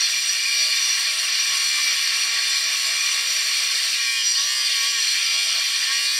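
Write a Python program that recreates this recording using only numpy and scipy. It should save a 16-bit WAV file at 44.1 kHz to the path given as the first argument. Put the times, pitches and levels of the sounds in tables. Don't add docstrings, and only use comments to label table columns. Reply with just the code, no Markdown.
import sys
import numpy as np
from scipy import signal
from scipy.fft import rfft, irfft, next_fast_len
from scipy.io import wavfile
from scipy.ndimage import uniform_filter1d

SR = 44100
rng = np.random.default_rng(int(sys.argv[2]) if len(sys.argv) > 2 else 0)


def wrap_up_sound(samples):
    columns = np.atleast_2d(samples).T
    tamed = np.clip(columns, -1, 1)
    steps = np.round(tamed * 32767).astype(np.int16)
    wavfile.write(sys.argv[1], SR, steps)


N = 272979


def from_db(db):
    return 10 ** (np.asarray(db) / 20)


def rms_one(x):
    return x / np.sqrt(np.mean(x ** 2) + 1e-20)


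def in_time(rows):
    times, *columns = np.transpose(rows)
    return [np.interp(np.arange(N) / SR, times, column) for column in columns]


def at_hz(points, hz):
    point_hz, point_db = np.array(points)[:, 0], np.array(points)[:, 1]
    return np.interp(np.log(hz + 1), np.log(point_hz), point_db)


def drift(rate_hz):
    step = 40
    pole = np.exp(-2 * np.pi * rate_hz * step / SR)
    noise = rng.standard_normal(N // step + 2002)
    slow = signal.lfilter([1], [1, -2 * pole, pole * pole], noise)[2000:]
    return np.interp(np.arange(N) / step, np.arange(len(slow)), rms_one(slow))


def resonance(x, hz, width):
    r = np.exp(-np.pi * width / SR)
    feed = np.array([1, 0, -1]) * (1 - r * r) / 2
    feedback = [1, -2 * r * np.cos(2 * np.pi * hz / SR), r * r]
    return signal.lfilter(feed, feedback, x)


def coloured(x, spectrum):
    size = next_fast_len(N + SR // 4)
    hz = np.arange(size // 2 + 1) * SR / size
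    return irfft(rfft(x, size) * from_db(at_hz(spectrum, hz)), size)[:N]


def fade_in_and_out(start, end, fade_s):
    t = np.arange(N) / SR
    return np.clip(np.minimum(t - start, end - t) / fade_s + .5, 0, 1)


def repeating(turns, count, partials=(), size=8192):
    bins = np.arange(size // 2 + 1)
    lines = np.exp(2j * np.pi * rng.random(size // 2 + 1)) * (bins < 105 * count)
    for multiple, level_db in partials:
        lines[round(multiple)] *= from_db(level_db)
    pattern = irfft(lines, size) * size / np.sqrt(170 * count)
    return np.interp(turns / count % 1 * size, np.arange(size), pattern)


def locked_share(count):
    # (start time [s], end time [s], repeat [turns], share of the rattle's power [0-1])
    locks = [(.47, .74, 2, .6), (1.55, 1.92, 4, .62), (1.98, 2.43, 4, .4), (2.64, 3.03, 4, .35),
             (3.11, 3.3, 4, .55), (3.5, 3.62, 4, .45), (3.97, 4.38, 2, .78), (4.4, 4.68, 2, .87),
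             (4.72, 5.03, 2, .72), (5.28, 5.5, 2, .78), (5.86, 6.3, 2, .72)]
    always_share, lock_in_s = .1, .16
    share = np.full(N, always_share)
    for start, end, turns, top in locks:
        if turns == count:
            share = np.maximum(share, top * fade_in_and_out(start, end, lock_in_s))
    return share


def teeth(angle, beat_db):
    # (pitch [multiples of half shaft speed], level [dB])
    bounce_partials = [(2, -12), (3, -12), (4, -12), (5, -12), (6, 0), (7, -4), (8, 5), (9, 6), (10, -9),
                       (11, -5), (12, 3), (13, 2), (14, 3), (15, 5), (16, -1), (17, -4), (18, -2), (19, -1),
                       (20, 0), (21, -5), (22, -5), (23, 1), (24, 0), (25, -2), (26, 3), (27, -2), (28, -4),
                       (29, -5), (30, 1)]
    # (pitch [multiples of quarter shaft speed], level [dB])
    quarter_partials = [(16, 4), (17, 4), (18, 3)]
    wander = .5
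    firm_below, firm_db = 16, -7
    two = locked_share(count=2)
    four = np.minimum(locked_share(count=4), 1 - two)

    loose = [(multiple, db + firm_db * (multiple < firm_below)) for multiple, db in bounce_partials]
    steady = repeating(angle, count=2, partials=bounce_partials)
    passing = [repeating(angle, count=2, partials=loose) for _ in range(3)]
    bounce = steady + wander * sum(drift(5) * pattern for pattern in passing) / np.sqrt(3)

    locked_two = np.sqrt(two / (1 + wander ** 2)) * bounce
    locked_four = np.sqrt(four) * repeating(angle, count=4, partials=quarter_partials)
    fresh = np.sqrt(np.clip(1 - two - four, 0, 1)) * rng.standard_normal((2, N))
    force = locked_two + locked_four + fresh
    return force * from_db(beat_db * np.sin(np.pi * angle))


def swelling(ring_hz):
    # (peak time [s], ring pitch [Hz], rise or fall [dB], half length [s])
    swells = [(0.0, 5750, 8, 0.054), (0.183, 2380, 8, 0.089), (0.16, 1110, 3, 0.052), (0.28, 5750, 5, 0.17),
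              (0.483, 2380, 8.5, 0.16), (0.577, 5750, 5.5, 0.087), (0.745, 2380, 7.5, 0.1),
              (0.883, 5750, 4, 0.13), (1.063, 2380, 4.5, 0.095), (1.41, 5750, 2.5, 0.14),
              (1.55, 1110, 3.5, 0.2), (1.778, 1110, 10.5, 0.082), (1.727, 7365, 2, 0.15),
              (1.883, 2380, 8.5, 0.063), (2.286, 7365, 7, 0.078), (2.541, 5750, 2, 0.066),
              (2.534, 1110, -0.5, 0.089), (2.566, 7365, 3, 0.11), (2.693, 2380, 4.5, 0.099),
              (2.853, 7365, 3, .1), (2.998, 2380, 5, 0.11), (3.058, 1110, 6.5, 0.15),
              (3.09, 5750, 4, 0.083), (3.1, 7365, 3.5, 0.45), (4.12, 2380, 6, 0.31),
              (4.278, 5750, 8.5, 0.092), (4.28, 7365, 9, 0.098), (4.454, 5750, 7, 0.14),
              (4.494, 1110, 4, 0.29), (4.86, 1110, 4, 0.13), (4.944, 5750, 5, 0.18), (4.997, 7365, 6, 0.28),
              (5.224, 2380, 3, 0.51), (5.463, 5750, -0.5, 0.25), (5.956, 2380, 4, 0.066),
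              (.4, 3190, -2.5, 0.65), (4.17, 3190, 9, 0.14), (4.853, 3190, 8, 0.86), (5.598, 3190, 8, 0.64),
              (4.292, 1110, 3.5, 0.093), (4.421, 2380, -11.5, 0.49), (0.51, 4780, 6.5, 0.47),
              (4.31, 4780, 9, 0.15), (4.593, 4780, 8, 0.14), (5.302, 4780, 4, 0.22)]
    coupling_db = -1.5
    t = np.arange(N) / SR
    for peak, near_hz, rise_db, half in swells:
        if abs(near_hz / ring_hz - 1) < .06:
            hump = np.cos(np.pi / 2 * np.clip((t - peak) / half, -1, 1)) ** 2
            coupling_db = coupling_db + rise_db * hump
    return coupling_db


def steel(force, flicker_db):
    # (pitch [Hz], width [Hz], relative level [dB])
    modes = [(650, 60, -28), (1055, 20, -16), (1103, 22, -9.5), (1160, 40, -15), (1341, 30, -18),
             (1540, 25, -18), (1610, 30, -17), (1789, 55, -8.5), (1850, 60, -10), (1925, 45, -9),
             (2345, 25, 0), (2400, 35, -2), (2440, 30, -1), (2670, 50, -10), (2790, 30, -6), (2840, 30, -5),
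             (2890, 25, -7), (3105, 35, -9), (3268, 30, -8), (3435, 20, -8), (3470, 22, -5),
             (3610, 80, -8.5), (3845, 35, -9), (4110, 35, -6), (4228, 25, -3), (4320, 40, 0),
             (4400, 30, -3), (4446, 30, -3), (4515, 35, -4.5), (4580, 45, -5), (4778, 35, 0.5),
             (5027, 35, -7), (5082, 30, -9), (5560, 30, -10), (5632, 22, -4), (5755, 45, 2.5),
             (5845, 40, -4), (6005, 40, -14), (7292, 30, -10), (7370, 30, -7), (8630, 90, -15),
             (8860, 100, -16), (9250, 50, -17), (9570, 50, -16), (11700, 160, -31), (13700, 110, -25)]
    strong_hz = [1110, 2380, 3190, 4780, 5750, 7365]
    modes_db = 4
    ringing = np.zeros(N)
    for k, (mode_hz, width, level_db) in enumerate(modes):
        coupling_db = modes_db + level_db + flicker_db * drift(10)
        for ring_hz in strong_hz:
            if abs(mode_hz - ring_hz) < 110:
                coupling_db = modes_db + level_db + swelling(ring_hz)
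        ringing += (-1) ** k * resonance(force * from_db(coupling_db), mode_hz, width)
    return ringing


def rasp(force, patchy_db):
    # (frequency [Hz], relative level per Hz [dB])
    scratch_colour = [(170, -53), (400, -31), (900, -26), (1450, -15.5), (2100, -7.5), (2600, -10.5),
                      (4000, -8), (5300, -11), (6300, -19.5), (8900, -18), (10500, -28), (12700, -27),
                      (14200, -41), (15500, -40)]
    size = next_fast_len(N + SR // 4)
    octave = np.log2(np.arange(size // 2 + 1) * SR / size + 1)
    whole = rfft(coloured(force, scratch_colour), size)
    scratch = np.zeros(N)
    for centre in np.arange(7, 14.3, .25):
        patch = irfft(whole * np.clip(1 - 4 * abs(octave - centre), 0, 1), size)[:N]
        scratch += patch * from_db(patchy_db * drift(12))
    return scratch


def decaying_tail(x, t60=.18):
    t = np.arange(SR // 2) / SR
    tail = rng.standard_normal(len(t)) * from_db(-60 * t / t60) * (t > .002)
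    return signal.fftconvolve(x, tail / np.sqrt(np.sum(tail ** 2)))[:N]


def grinding(turns):
    # (time [s], rattle level [dB], low body level [dB], spark hiss level [dB])
    cut = [(0.0, -21, -41.5, -33), (0.12, -24, -44.5, -32), (0.93, -22.5, -41, -32),
           (1.64, -22, -40.5, -31), (2.3, -22, -39, -32), (3.9, -22.5, -41.5, -31),
           (4.25, -23, -49.5, -34.5), (4.55, -21.5, -44, -32.5), (4.86, -22, -44.5, -32.5),
           (5.59, -23, -42, -34), (6.19, -21.5, -42, -30.5)]
    # (pitch [Hz], width [Hz], depth [0-1])
    hollows = [(1460, 51, 0.64), (2575, 94, 0.58), (3760, 117, 0.37), (3930, 110, 0.48), (7170, 200, 0.56),
               (8970, 180, 0.55)]
    low_edge_hz, high_edge_hz = 1600, 6500
    rattle_waver_db, low_waver_db, hiss_waver_db = .5, 1.56, .86
    vice_db, vice_t60_s = -8, .06
    rattle_db, low_db, hiss_db = in_time(cut)

    angle = turns + .005 * drift(40)
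    ringing, scratching = teeth(angle, beat_db=1.5)
    sound = steel(ringing, flicker_db=2.2) + rasp(scratching, patchy_db=1.1)
    for hollow_hz, width, depth in hollows:
        sound = sound - np.clip(depth, 0, 1) * resonance(sound, hollow_hz, width)

    low = signal.sosfiltfilt(signal.butter(3, low_edge_hz, fs=SR, output="sos"), sound)
    hiss = signal.sosfiltfilt(signal.butter(3, high_edge_hz, "high", fs=SR, output="sos"), sound)
    rattle = rms_one(sound - low - hiss) * from_db(rattle_db + rattle_waver_db * drift(7.7))
    hiss = hiss + from_db(vice_db) * decaying_tail(hiss, vice_t60_s)
    low = rms_one(low) * from_db(low_db + low_waver_db * drift(8))
    hiss = rms_one(hiss) * from_db(hiss_db + hiss_waver_db * drift(10))
    return rattle + low + hiss


def fan():
    # (frequency [Hz], relative level per Hz [dB])
    air_colour = [(150, -11), (300, -21), (600, 16), (1000, 7), (1600, -10), (3000, -29)]
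    level_db = -69 + 3.2 * drift(1.0)
    return from_db(level_db) * rms_one(coloured(rng.standard_normal(N), air_colour))


def hum(turns, speed):
    # (pitch [multiples of shaft speed], relative level [dB])
    orders = [(1, 0), (1.25, -16), (1.5, -14), (1.75, -10), (2, -3), (2.25, -6), (2.5, -2)]
    # (start time [s], end time [s], pitch [multiples of shaft speed], level [dB])
    spells = [(0.098, .42, 1.5, -70.5), (.2, .42, 2.5, -63), (0.052, .3, 3, -63), (.47, .82, 2, -63.5),
              (0.503, .72, 2.5, -56), (1.052, 1.351, 2.5, -58), (1.18, 1.5, 1.25, -67.5),
              (1.4, 1.594, 2.5, -58), (1.58, 1.95, 2, -68), (1.627, 1.98, 2.25, -74),
              (1.98, 2.5, 1.75, -71), (2.007, 2.16, 2, -69), (2.02, 2.578, 2.5, -64), (2.3, 2.55, 2, -67),
              (2.6, 3.026, 2, -65.5), (2.6, 2.95, 2.5, -58), (2.72, 2.943, 1.25, -72),
              (3.05, 3.5, 2.5, -57), (3.14, 3.447, 2, -60.5), (3.199, 3.499, 1.75, -72),
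              (3.52, 3.721, 2, -64), (3.7, 3.867, 1.75, -65), (3.679, 3.967, 2.5, -62),
              (3.95, 4.36, 1.5, -69), (3.952, 4.36, 2, -69), (4.38, 4.927, 2.5, -60.5), (4.4, 4.66, 2, -70),
              (4.679, 5.051, 1.5, -68), (4.68, 5.027, 2, -61.5), (5.12, 5.577, 2.5, -64),
              (5.3, 5.5, 3.5, -66), (5.302, 5.55, 1, -86), (5.882, 6.1, 2.5, -61), (5.93, 6.3, 2, -64),
              (5.95, 6.302, 1.5, -72)]
    full_db, full_hz, fall_db_per_octave = -71, 252, 50
    slip_turns, spell_fade_s = .035, .06
    level_db = full_db + fall_db_per_octave * np.minimum(np.log2(speed / full_hz), 0)

    def tone(multiple):
        return np.sin(2 * np.pi * (multiple * turns + slip_turns * drift(15)))

    tones = np.zeros(N)
    for multiple, db in orders:
        waver_db = 4.0 if multiple == 1 else 5.0
        tones += from_db(level_db + db + waver_db * drift(5)) * tone(multiple)
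    for start, end, multiple, db in spells:
        fade = fade_in_and_out(start, end, spell_fade_s)
        tones += from_db(db + 3.0 * drift(10)) * fade * tone(multiple)
    return tones * np.sqrt(2)


def rumble():
    shared, left, right = rng.standard_normal((3, N))
    lumps = from_db(-101 + 9.0 * drift(6))
    band = signal.butter(2, [30, 140], "band", fs=SR, output="sos")
    low_noise = signal.sosfilt(band, shared + .5 * np.array([left, right]))
    return lumps * rms_one(low_noise)


def scene():
    # (time [s], speed [turns per s])
    shaft = [(0.0, 205.5), (0.2, 224.4), (0.33, 221.6), (0.5, 252), (0.66, 256.4), (0.88, 235.8),
             (1.0, 249.7), (1.14, 250), (1.3, 275), (1.45, 250.2), (1.57, 279.8), (1.89, 274.1),
             (2.02, 249.9), (2.2, 255.6), (2.57, 245.6), (2.68, 264.6), (2.84, 256.4), (3.0, 282.3),
             (3.13, 248), (3.3, 257.5), (3.44, 248.3), (3.57, 275.8), (3.67, 257.5), (3.89, 271.8),
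             (3.94, 255.6), (4.01, 249.6), (4.18, 243.9), (4.27, 234.6), (4.33, 235.4), (4.43, 257.1),
             (4.52, 263.2), (4.57, 261), (4.665, 257.8), (4.795, 244.7), (4.91, 254.6), (5.01, 239.5),
             (5.1, 217.1), (5.23, 176.1), (5.31, 180.9), (5.41, 190), (5.5, 179.6), (5.6, 166.3),
             (5.71, 183.5), (5.84, 236.6), (5.93, 250.4), (6.19, 259.8)]
    # (frequency [Hz], level of the faint side sound against the tool [dB])
    width = [(60, -40), (200, -22), (300, -39), (400, -41), (600, -22), (1000, -30), (2000, -22),
             (4000, -24.5), (8000, -17), (13000, -19), (15000, -30)]
    inertia_s, tail_db = .04, -14
    speed = uniform_filter1d(in_time(shaft)[0], int(inertia_s * SR), mode="nearest")
    turns = np.cumsum(speed) / SR

    bass_cut = signal.butter(4, 220, "high", fs=SR, output="sos")
    tool = signal.sosfilt(bass_cut, grinding(turns) + fan()) + hum(turns, speed)
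    mid = tool + from_db(tail_db) * decaying_tail(tool)
    side = coloured(decaying_tail(tool), width)
    balance = from_db([[-.05], [.05]])
    return np.array([mid + side, mid - side]) * balance + rumble()


def record(dry):
    cutoff_hz = 15690
    return signal.sosfilt(signal.ellip(14, .5, 80, cutoff_hz, fs=SR, output="sos"), dry)


dry = scene()
out = record(dry)
wrap_up_sound(out)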